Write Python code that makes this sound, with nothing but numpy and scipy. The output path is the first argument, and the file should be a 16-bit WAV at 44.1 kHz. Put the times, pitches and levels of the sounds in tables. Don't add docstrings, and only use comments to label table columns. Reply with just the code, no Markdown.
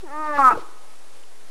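import sys
import numpy as np
from scipy import signal
from scipy.fft import rfft, irfft
from scipy.io import wavfile
from scipy.ndimage import uniform_filter1d

SR = 44100
rng = np.random.default_rng(int(sys.argv[2]) if len(sys.argv) > 2 else 0)


def log_audio(samples):
    frames = np.atleast_2d(samples).T
    limited = np.clip(frames, -1, 1)
    pcm = np.round(limited * 32767).astype(np.int16)
    wavfile.write(sys.argv[1], SR, pcm)


def voltage_ratio(level):
    return 10 ** (np.asarray(level, float) / 20)


N = 66150


def evened(x):
    return x / np.sqrt(np.mean(x ** 2) + 1e-20)


def read(points, hz):
    f, value = np.transpose(points)
    return np.interp(np.log(hz + 1), np.log(f + 1), value)


def coloured(points):
    gain = voltage_ratio(read(points, np.fft.rfftfreq(N, 1 / SR)))
    return evened(irfft(rfft(rng.standard_normal(N)) * gain, N))


def slow(rate_hz):
    return evened(signal.lfilter(*signal.butter(2, rate_hz, fs=SR), rng.standard_normal(N)))


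def swells(rows):
    t = np.arange(N) / SR
    return sum(voltage_ratio(db) * np.exp(-((t - centre_s) / half_s) ** 2) for centre_s, half_s, db in rows)


def ring(rows):
    out, t = np.zeros(N), np.arange(6000) / SR
    for start_s, hz, db, t60_s in rows:
        onset = 1 - np.exp(-t / (0.067 * t60_s))
        tone = np.sin(2 * np.pi * hz * t * (1 - 1.6 * t))
        out[round(start_s * SR):][:len(t)] += 2 * voltage_ratio(db - 60 * t / t60_s) * onset * tone
    return out


def peak(f, hz, width_hz):
    return 1j * f * width_hz / (hz ** 2 - f ** 2 + 1j * f * width_hz)


# time_s, low_hz, low_db, main_hz, chest_db, nose_db
THROAT_SHUT = [(.035, 764, 13, 1073, 58, -22.5), (.06, 983, 9, 1400, 9, 7), (.09, 661, 9, 1440, -1, -4),
               (.135, 833, 5.5, 1200, -7.5, -1.5), (.2, 918, -8.5, 1214, -10, -12),
               (.26, 932, -2, 1236, -15, -5.5), (.31, 590, -3, 1254, -9.5, -7.5),
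               (.345, 662, -6, 989.3, -18.5, -10.5), (0.372, 647, 0, 985, -13, 1.5)]
THROAT_OPEN = [(.381, 870, -21, 1236, -22.5, -27), (0.395, 820, -4.5, 1172, -15.5, -48),
               (0.421, 820, -8.5, 1184, -22.5, -9.5), (0.435, 1000, -6, 1310, -16, -32),
               (0.469, 1095, -10, 1296, -25, -47), (0.489, 1010, -7.5, 1260, -24.5, -55),
               (.51, 990, -3, 1289, -27, -2), (0.536, 881, -4, 1300, -1, -23)]
# centre_hz, width_hz, level_db
NOSE = [(1754, 93, -3.5), (2262, 98, -16.5), (2500, 250, -18.5)]
LOW_WIDTH_HZ, MAIN_WIDTH_HZ, TOP_HZ = 105, 96.3, 2600
CHEST_HZ, CHEST_WIDTH_HZ = 337, 220
SINUS_HZ, SINUS_WIDTH_HZ, SINUS_DB = 589, 129, -6
RING_SHARE = .6


def throat(f, t):
    shape = np.transpose(THROAT_SHUT + THROAT_OPEN)
    low_hz, low_db, main_hz, chest_db, nose_db = (np.interp(t, shape[0], c) for c in shape[1:])
    chest = voltage_ratio(chest_db) * peak(f, CHEST_HZ, CHEST_WIDTH_HZ) ** 2
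    sinus = voltage_ratio(SINUS_DB + .5 * chest_db) * peak(f, SINUS_HZ, SINUS_WIDTH_HZ)
    low = voltage_ratio(low_db) * peak(f, low_hz, LOW_WIDTH_HZ)
    main = peak(f, main_hz, MAIN_WIDTH_HZ)
    nose = sum((-1) ** i * voltage_ratio(db) * peak(f, hz, width_hz) for i, (hz, width_hz, db) in enumerate(NOSE))
    total = chest + sinus - low + main * peak(f, main_hz, 5 * MAIN_WIDTH_HZ) - voltage_ratio(nose_db) * nose
    gain = abs(total) * np.exp(1j * RING_SHARE * np.angle(main)) / (1 + (f / TOP_HZ) ** 14)
    return gain / np.sqrt(.5 * (abs(gain) ** 2).sum(0))


# time_s, pitch_hz, level_db
MOAN = [
    (.022, 393.2, -55),
    (.038, 384, -33.5),
    (.06, 317, -42.5),
    (.092, 259, -42),
    (.112, 282.3, -38),
    (.136, 298.8, -33),
    (.206, 309.6, -27),
    (.3, 299.8, -26),
    (0.379, 283.6, -24.5),
]
# time_s, pitch_hz, level_db
BELLOW = [
    (.381, 286, -18),
    (.392, 281, -13),
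    (.431, 267, -16.5),
    (.449, 261.5, -10),
    (.486, 249.5, -9.5),
    (.494, 244, -14),
    (.506, 236, -20),
    (.53, 232, -25),
    (.544, 226, -38),
]
# time_s, share (0-1)
ROUGH = [(0, .08), (.12, .04), (.25, .04), (.285, .08), (.32, .04), (.375, .03), (.383, .08), (.392, .05),
         (.495, .05), (.512, .4), (.545, .6)]
WOBBLE = .0025
CREAK_DB, CREAK_RATE_HZ, FLUTTER = 4, 67, .9


def voice():
    t = np.arange(N) / SR
    time_s, pitch_hz, level_db = np.transpose(MOAN + BELLOW)
    rough = np.clip(np.interp(t, *np.transpose(ROUGH)), 0, 1)
    pitch_hz = np.interp(t, time_s, pitch_hz)
    shaken_hz = pitch_hz * (1 + WOBBLE * slow(40) + 0.29 * rough ** 2 * slow(220))
    phase = 2 * np.pi * np.cumsum(shaken_hz) / SR
    k = np.arange(1, 13)[:, None]
    chance = np.array([slow(120) + 1j * slow(120) for _ in k])
    flutter = 1 + rough * (.5 + k / 6) * chance * FLUTTER
    sound = (throat(k * pitch_hz, t) * flutter * np.exp(1j * k * phase)).real.sum(0)
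    sound = sound / np.sqrt(1 + 1.3 * rough ** 2)
    level_db = np.interp(t, time_s, level_db, -120, -120) + CREAK_DB * rough * slow(CREAK_RATE_HZ)
    return uniform_filter1d(voltage_ratio(level_db), size=90) * sound


# start_s, pitch_hz, level_db, t60_s
SLAPS = [
    (.3812, 1180, -10, .03),
    (.5085, 1180, -9.5, .016),
    (.5132, 1320, -10, .035),
    (.5195, 900, -14, .025),
    (.5237, 1310, -10.5, .032),
    (.524, 2700, -38, .06),
]


def slaps():
    return ring(SLAPS)


# start_s, pitch_hz, level_db, t60_s
GULPS = [
    (.528, 336, -23, 0.066),
    (.505, 466, -25.5, 0.061),
    (.553, 880, -23.5, .025),
    (0.56, 417, -33.5, 0.013),
    (0.561, 134, -34.5, 0.062),
    (.573, 490, -20.5, 0.039),
    (0.581, 1090, -35, .025),
]
GULP_ROUGH = .3


def gulps():
    return ring(GULPS) * (1 + GULP_ROUGH * slow(210))


# hz, density_db
GURGLE = [(200, -39), (330, 9), (480, 9.5), (650, -20), (1000, 4), (1500, 1.5), (2000, -37.5)]
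GURGLE_S, GURGLE_DB, GURGLE_T60_S, GURGLE_LUMP_DB = .54, -32, 0.42, 4


def gurgle():
    t = np.arange(N) / SR - GURGLE_S
    level_db = GURGLE_DB - 60 * abs(t) / GURGLE_T60_S + GURGLE_LUMP_DB * slow(50)
    return coloured(GURGLE) * np.clip(t / 0.012, 0, 1) * voltage_ratio(level_db)


# centre_s, half_s, level_db
PUFFS = [
    (0, 0.016, -50),
    (0.276, 0.034, -50.5),
    (.375, 0.036, -42.5),
    (0.532, 0.011, -50.5),
    (.57, 0.029, -50),
    (.61, 0.019, -49),
]
# hz, density_db
AIR = [(150, -12), (450, 11), (1500, 6), (3500, 5), (5500, -0.5), (8000, -23)]


def nostrils():
    return coloured(AIR) * swells(PUFFS)


# centre_s, half_s, level_db
HEAVES = [
    (.365, .02, -48.5),
    (.42, 0.032, -49.5),
    (.5, 0.073, -50.5),
    (.62, 0.036, -65),
]


def flank():
    return coloured([(40, 1), (100, 0.5), (150, -7), (220, -33.5)]) * swells(HEAVES)


# start_s, pitch_hz, level_db
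TICKS = [
    (.245, 4570, -39.5),
    (0.779, 2670, -49),
    (1.236, 3000, -42.5),
]


def twigs():
    return ring([(*row, .008) for row in TICKS])


# hz, t60_s
FOREST = [(150, 0.59), (400, 1.4), (800, 1.66), (1200, 1.175), (2200, .6), (5000, 0.64)]
FOREST_DB, NEAR_DB, NEAR_T60_S = -30, -26, .2


def forest(x):
    taps = np.zeros(SR)
    at = np.arange(400, SR - 20, 20) + rng.integers(0, 20, (SR - 401) // 20)
    taps[at] = rng.choice([-1., 1.], len(at))
    hz, t, z = signal.stft(taps, SR, nperseg=256)
    far = signal.istft(z * voltage_ratio(-60 * t / read(FOREST, hz)[:, None]), SR, nperseg=256)[1]
    near = taps * voltage_ratio(-60 * np.arange(SR) / SR / NEAR_T60_S)
    far = voltage_ratio(FOREST_DB) * far[:SR] / np.linalg.norm(far)
    near = voltage_ratio(NEAR_DB) * near / np.linalg.norm(near)
    return signal.fftconvolve(x, far + near)[:N]


# hz, density_db
HISS = [(40, -21), (90, -4), (170, -7), (420, 4.5), (1000, 0), (3000, -6), (10500, -9), (13000, -20.5),
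        (15800, -52)]
HISS_DB = -52


def hiss():
    return voltage_ratio(HISS_DB + .5 * slow(6.6)) * coloured(HISS)


def scene():
    call = voice() + slaps() + gulps() + gurgle() + nostrils() + flank() + twigs()
    return (call + forest(call) + hiss())[None]


def band_limit(x):
    return signal.sosfilt(signal.butter(12, 15750, fs=SR, output="sos"), x)


GRIT_DB, GRIT_HOLD_S, RUMBLE_DB = -30, 0.00067, -41
OFFSET = -.0363


def record(dry):
    swing = np.sqrt(abs(uniform_filter1d(dry ** 2, size=round(GRIT_HOLD_S * SR), axis=1)))
    slow_swing = uniform_filter1d(swing, size=2000, axis=1)
    grit = voltage_ratio(GRIT_DB) * coloured([(20, 14.5), (3000, 10), (9000, 7.5), (12000, 4), (13500, -35), (15000, -20)])
    rumble = voltage_ratio(RUMBLE_DB) * coloured([(20, 14), (110, -21), (250, -25), (500, -25)])
    mix = -dry + swing * grit + slow_swing * rumble + OFFSET
    return band_limit(mix)


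dry = scene()
out = record(dry)
log_audio(out)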